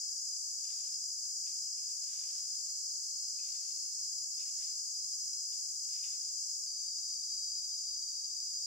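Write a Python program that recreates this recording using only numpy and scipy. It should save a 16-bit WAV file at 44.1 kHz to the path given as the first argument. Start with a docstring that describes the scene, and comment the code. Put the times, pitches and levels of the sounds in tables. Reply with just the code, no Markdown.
"""From the start, crickets trill near 5 kHz in a wood, each wing stroke modulating their tone, over the
wide buzz of many far insects and a low hush of air. A very distant bird gives one faint note.
From 0.6 s a rake a few metres away is set down and drawn through dry leaves and soil, stroke after
stroke: leaves fracture, tines ring, soil thuds. At 6.7 s the raking is over and, after a faint click,
the wood is heard from another spot, next to a lower-pitched cricket."""
import sys
import numpy as np
from scipy import signal
from scipy.fft import rfft, irfft, next_fast_len
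from scipy.io import wavfile
from scipy.ndimage import map_coordinates

SR = 44100
rng = np.random.default_rng(int(sys.argv[2]) if len(sys.argv) > 2 else 0)


def generate_wav(sig):
    """Save sig (samples, or channels by samples) to the path in sys.argv[1] as 16-bit PCM at SR."""
    pcm = np.round(np.clip(np.atleast_2d(sig).T, -1, 1) * 32767).astype(np.int16)
    wavfile.write(sys.argv[1], SR, pcm)


N = 381906
MOVE_S = 6.667  # the listening spot changes

# Song phrases of the two near crickets: start_s, pitch_hz, climb_hz
HIGH_SONG = [(-.3, 4915, 50), (.45, 4910, 52), (1.22, 4908, 67), (2, 4905, 60), (2.7, 4912, 48),
             (3.48, 4920, 62), (4.14, 4942, 38), (4.76, 4925, 52), (5.5, 4938, 27), (6.3, 4930, 70),
             (7.3, 4940, 45), (8, 4920, 65)]
LOW_SONG = [(6.66, 4725, 140), (7.9, 4772, 105)]
# Pulls of the rake: full_force_s, hold_s, rise_s, release_s, relative_rustle_db, relative_scrape_db
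RAKE_PULLS = [(0.686, 0.2, .2, 0.26, -77, -73.5), (1.508, 0.018, .04, 0.23, -93, -76),
              (1.787, .28, 0.084, .3, -88.5, -77), (2.16, 0.068, 0.49, .76, -76, -71.5),
              (3.27, .02, 0.12, .15, -89, -81), (3.45, .05, 0.18, 0.76, -80, -70),
              (4.385, 0.056, 0.044, 0.28, -83.5, -67), (4.61, 0.022, .12, 0.25, -76, -70),
              (5.53, .02, 0.058, 0.37, -95, -80), (5.915, 0.2, 0.13, .41, -87, -68)]
# Tines striking ground or stone: start_s, relative_level_db, centre_hz, half_width_log_ratio
TINE_KNOCKS = [(0.644, -57, 2700, .2), (1.462, -48.5, 3100, .35), (1.484, -57, 1800, .35),
               (1.660, -59.5, 2710, 0.11), (1.778, -59, 2400, .2), (3.257, -67, 2800, .15),
               (3.382, -53, 2520, .05), (3.418, -57.5, 2700, .2), (4.383, -56, 3200, .3),
               (4.408, -53, 2400, 0.086), (4.617, -60, 2500, 0.33), (5.521, -49.5, 3900, .3),
               (5.954, -53, 2500, 0.14), (6.033, -44.5, 3000, .2)]
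# The rake head digging into soil: start_s, relative_level_db, centre_hz, half_width_log_ratio
SOIL_THUDS = [(4.368, -77, 580, .22), (4.6, -82, 580, .22)]
# Resonances of the tines: frequency_hz, bandwidth_hz, relative_gain_db
TINE_MODES = [(630, 114, -12), (1550, 120, -17), (2100, 110, -13.5), (2265, 120, -6.5), (2557, 214, 2),
              (2830, 110, 0.5), (3110, 100, -4.5), (3495, 170, 0)]
# Far crickets: start_s, end_s, fade_s, pitch_hz, level_db, left_minus_right_db
FAR_SINGERS = [ (0, 9, .01, 4985, -52, 1), (0, 9, .01, 4775, -60.5, -1), (0, 9, .01, 4685, -60, -1),
               (0, 9, .01, 3965, -79, 1), (0, MOVE_S, .01, 4915, -55, 0), (2.55, 4.1, .12, 4360, -65, -5),
               (4.1, 5.1, .2, 4360, -71, -5), (4.9, 6.6, .1, 3500, -85, 0),
               (MOVE_S, 9, .01, 4790, -49.5, 0), (MOVE_S, 9, .01, 4920, -53, 0),
               (MOVE_S, 9, .01, 4590, -63, -2), (MOVE_S, 9, .01, 4450, -72, 0),
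               (MOVE_S, 9, .01, 3820, -78.5, 0), ]
# Spectra of the leaves, the buzz at each spot and the air: frequency_hz, relative_density_db
LEAF_SPECTRUM = [(150, -34), (400, -26), (900, -6.5), (1150, -6), (1450, -1), (1850, -2), (2400, -1),
                 (3300, 2), (4200, 4), (8000, -9), (15000, -13)]
FIRST_BUZZ_SPECTRUM = [(3300, -58), (4400, -21), (5200, -8), (5450, -3.5), (6100, -5.5), (6750, 1),
                       (7300, -5.5), (7650, -5), (8100, -13), (9300, -20), (10000, -20), (11000, -28),
                       (15000, -33), (16000, -42)]
SECOND_BUZZ_SPECTRUM = [(3500, -54.5), (4500, -25.5), (5250, -7.5), (5450, -1.5), (6000, -2.5), (6500, 0.5),
                        (7150, 0), (8100, -10.5), (9400, -20), (9950, -18.5), (11200, -27.5), (15000, -32),
                        (16000, -35.5)]
AIR_SPECTRUM = [(25, -30), (45, -20), (90, -6.5), (130, -4), (170, -8), (240, -6.5), (500, -4),
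                (1000, -4.5), (2400, -12.5), (3900, -11.5)]
# Likeness of left and right for the buzz and the air: frequency_hz, correlation
BUZZ_CORRELATION = [(4500, -0.28), (6000, 0.085), (7200, -0.16), (8700, -0.14), (10000, .05), (13000, 0.45),
                    (15500, 0.55)]
AIR_CORRELATION = [(100, .98), (500, 0.93), (2000, 1)]
# The distant bird's note: middle_s, half_length_s, pitch_hz, level_db
BIRD_NOTE = (.32, .11, 1335, -87.5)


def near_crickets():
    """Stridulation: two close crickets sing with their wings, the lower heard only at the second spot."""
    high = trill(phrase_pitch(HIGH_SONG), 54, depth=.16, bend_rad=1.25, rough_rad=.19, flutter_db=.6,
                 lead_rad=.6)
    low = trill(phrase_pitch(LOW_SONG), 55, depth=.3, bend_rad=1.1, rough_rad=.4, flutter_db=1.2)
    high, low = (unit(among_trees(song, wet_db=-4.5, t60_s=.2)) for song in (high, low))
    return high * amp(by_spot(-45.5, -49.5)) * pan(3.9) + low * by_spot(0, amp(-46)) * pan(2.9)


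def trill(pitch_hz, stroke_hz, depth, bend_rad, rough_rad, flutter_db, lead_rad=0):
    """Modulation: each wing stroke swells the tone and bends its pitch, splitting it into sidebands."""
    stroke = 2 * np.pi * np.cumsum(stroke_hz * (1 + .035 * wobble(12))) / SR
    swell = (1 + depth * np.cos(stroke)) * amp(flutter_db * wobble(100))
    carrier = 2 * np.pi * np.cumsum(pitch_hz) / SR
    bend = bend_rad * np.cos(stroke - lead_rad)  # positive lead: loudest while the pitch is high
    return unit(swell * np.sin(carrier + bend + rough_rad * wobble(150)))


def phrase_pitch(phrases, sag_s=.2, end_s=8.8):
    """Frequency glide: each phrase climbs, more slowly near the top, then sags into the next."""
    starts = [row[0] for row in phrases] + [end_s]
    progress = np.linspace(0, 1, 10)
    times = [start + (end - sag_s - start) * progress for start, end in zip(starts, starts[1:])]
    pitches = [hz + climb_hz * progress ** .85 for _, hz, climb_hz in phrases]
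    return np.interp(clock(), np.ravel(times), np.ravel(pitches))


def rake():
    """Friction and impact: leaves crackle, grit and knocks ring the tines, and the soil thuds."""
    rustle, scrape = pulls()
    leaves = unit(filtered(crackle(rate_hz=550, hiss=.93), lambda hz: amp(along(LEAF_SPECTRUM, hz))))
    leaves *= rustle * amp(8.5 + 1.9 * wobble(35))
    grit = scrape * amp(2.2 * wobble(45)) * crackle(rate_hz=350, hiss=1)
    knocks = amp(-16.5) * impacts(TINE_KNOCKS, t60_s=.12)
    tines = filtered(grit + knocks, tine_response)
    soil = impacts(SOIL_THUDS, t60_s=.2)
    return among_trees(leaves + tines + soil, wet_db=-25.5, t60_s=.25) * by_spot(1, 0)


def pulls():
    """Exponential envelopes: a pull gains 20 dB per rise time, holds, then loses 20 dB per release."""
    t, rustle, scrape = clock(), np.zeros(N), np.zeros(N)
    for full_s, hold_s, rise_s, release_s, rustle_db, scrape_db in RAKE_PULLS:
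        before = np.maximum(full_s - t, 0) / rise_s
        after = np.maximum(t - full_s - hold_s, 0) / release_s
        effort_db = -20 * (before + after)
        rustle = np.maximum(rustle, amp(rustle_db + effort_db))
        scrape = np.maximum(scrape, amp(scrape_db + effort_db))
    return rustle, scrape


def crackle(rate_hz, hiss):
    """Shot noise: tiny fractures of unequal size occur at random over smooth friction noise."""
    signs = (rng.random(N) < rate_hz / SR) * rng.choice([-1, 1], N)
    snaps = signs * rng.exponential(size=N) ** .5
    return unit(unit(snaps) + hiss * rng.standard_normal(N))


def tine_response(hz):
    """Modal resonance: the tines respond to force as a sum of damped oscillators."""
    return sum(amp(db + 11) * 1j * hz * width_hz / (mode_hz ** 2 - hz ** 2 + 1j * hz * width_hz)
               for mode_hz, width_hz, db in TINE_MODES)


def impacts(events, t60_s, rise_s=.0038):
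    """Damped transients: each contact is a band of noise that swells fast and decays exponentially."""
    contacts, t = np.zeros(N), np.arange(SR // 4) / SR
    envelope = (1 - np.exp(-t / rise_s)) * amp(-60 * t / t60_s)
    for start_s, db, centre_hz, half_width in events:
        edges_hz = centre_hz * np.exp([-half_width, half_width])
        band = signal.butter(1, edges_hz, "bandpass", fs=SR)
        puff = unit(signal.lfilter(*band, rng.standard_normal(len(t))))
        contacts[round(start_s * SR):][:len(t)] += amp(db) * envelope * puff
    return contacts


def far_crickets():
    """Reverberation blurs the far singers, each climbing and sagging in pitch at its own pace."""
    songs = np.zeros((2, N))
    for start_s, end_s, fade_s, hz, db, left_db in FAR_SINGERS:
        phrases = clock() * rng.uniform(1, 1.4) + rng.random() + .15 * wobble(1)
        pitch_hz = hz + 38 * signal.sawtooth(2 * np.pi * phrases, .75) + 20 * wobble(45)
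        song = trill(pitch_hz, rng.uniform(44, 64), depth=.25, bend_rad=.8, rough_rad=.45, flutter_db=1)
        songs += song * amp(db) * between(start_s, end_s, fade_s) * pan(left_db)
    return among_trees(songs, wet_db=1, t60_s=.37)


def insect_chorus():
    """A sound field varies with position: each spot has its own spectrum and level of buzz."""
    first = buzz(FIRST_BUZZ_SPECTRUM, click_hz=321, depth=.07)
    second = buzz(SECOND_BUZZ_SPECTRUM, click_hz=356, depth=.11)
    return by_spot(amp(-40.5) * first * pan(1.7), amp(-42) * second * pan(2.4))


def buzz(spectrum, click_hz, depth):
    """Incoherent summation: countless insects merge into hiss, modulated by the closest one's clicks."""
    clicks = 1 + depth * np.cos(2 * np.pi * np.cumsum(click_hz + .63 * wobble(2.8)) / SR)
    swell = amp(.26 * wobble(8))
    return stereo_field(rng.standard_normal((2, N)) * clicks * swell, spectrum, BUZZ_CORRELATION)


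def bird():
    """Random phase modulation makes one note from deep in the wood hoarse."""
    middle_s, half_s, hz, db = BIRD_NOTE
    tone = np.sin(2 * np.pi * hz * clock() + 2.6 * wobble(190))
    note = tone * between(middle_s - half_s, middle_s + half_s, fade_s=.027)
    return amp(db) * among_trees(note, wet_db=-7, t60_s=.4)


def click():
    """An impulse, flat in spectrum, marks the abrupt change of spot."""
    return amp(-38.5) * (np.arange(N) == round(MOVE_S * SR))


def air():
    """Ambient noise: the faint low hush of the wood, nearly the same at both ears."""
    hush = stereo_field(rng.standard_normal((2, N)), AIR_SPECTRUM, AIR_CORRELATION)
    return hush * amp(by_spot(-86, -88) + .24 * wobble(3))


def among_trees(direct, wet_db, t60_s):
    """Scattering: trunks add a decaying tail to the direct sound, different at each ear."""
    t = np.arange(SR // 2) / SR
    tail = rng.standard_normal((2, len(t))) * amp(-60 * t / t60_s)
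    tail /= np.linalg.norm(tail, axis=1, keepdims=True)
    scattered = signal.oaconvolve(np.atleast_2d(direct), tail, axes=1)[:, :N]
    return (direct + amp(wet_db) * scattered) / np.hypot(1, amp(wet_db))


def stereo_field(pair, spectrum, correlation):
    """Partial coherence: the balance of independent mid and side noise sets how alike the ears are."""
    def response(hz):
        angle = np.arccos(along(correlation, hz)) / 2
        return amp(along(spectrum, hz)) * [np.cos(angle), np.sin(angle)]
    mid, side = filtered(pair, response)
    return unit(np.array([mid + side, mid - side]))


def filtered(x, response):
    """Linear filtering: the spectrum is multiplied by a frequency response."""
    size = next_fast_len(N + SR // 4, True)
    return irfft(rfft(x, size) * response(np.fft.rfftfreq(size, 1 / SR)), size)[..., :N]


def by_spot(first, second):
    """A rapid crossfade from the first spot's value to the second's."""
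    moved = .5 + .5 * np.tanh((clock() - MOVE_S) / .001)
    return first + (second - first) * moved


def between(start_s, end_s, fade_s):
    """A time window with soft edges."""
    t = clock()
    return .25 * (1 + np.tanh((t - start_s) / fade_s)) * (1 + np.tanh((end_s - t) / fade_s))


def wobble(rate_hz):
    """Smooth fluctuation: a spline through rate_hz random knots a second."""
    knots = rng.standard_normal(int(N * rate_hz / SR) + 4)
    coarse = np.arange(0, N, 16)
    return np.interp(np.arange(N), coarse, map_coordinates(knots, [coarse * rate_hz / SR]))


def along(points, hz):
    """Interpolation on a logarithmic frequency axis."""
    knots_hz, values = np.transpose(points)
    return np.interp(np.log(hz + 1), np.log(knots_hz + 1), values)


def pan(left_db):
    """Interaural level difference as two channel gains."""
    return amp([[left_db / 2], [-left_db / 2]])


def amp(db):
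    """Decibels to amplitude ratio."""
    return 10 ** (np.asarray(db) / 20)


def unit(x):
    """Normalisation to rms 1."""
    return x / np.sqrt(np.mean(x ** 2) + 1e-20)


def clock():
    """Sample times in seconds."""
    return np.arange(N) / SR


def scene():
    """Superposition: insects all around, the rake in the middle."""
    return near_crickets() + far_crickets() + insect_chorus() + rake() + bird() + air() + click()


def record(dry):
    """Windowing softens both ends; a low-pass filter limits the band."""
    ends = between(.0005, N / SR - .0005, fade_s=.0002)
    return filtered(dry * ends, lambda hz: hz < 15760)


dry = scene()
out = record(dry)
generate_wav(out)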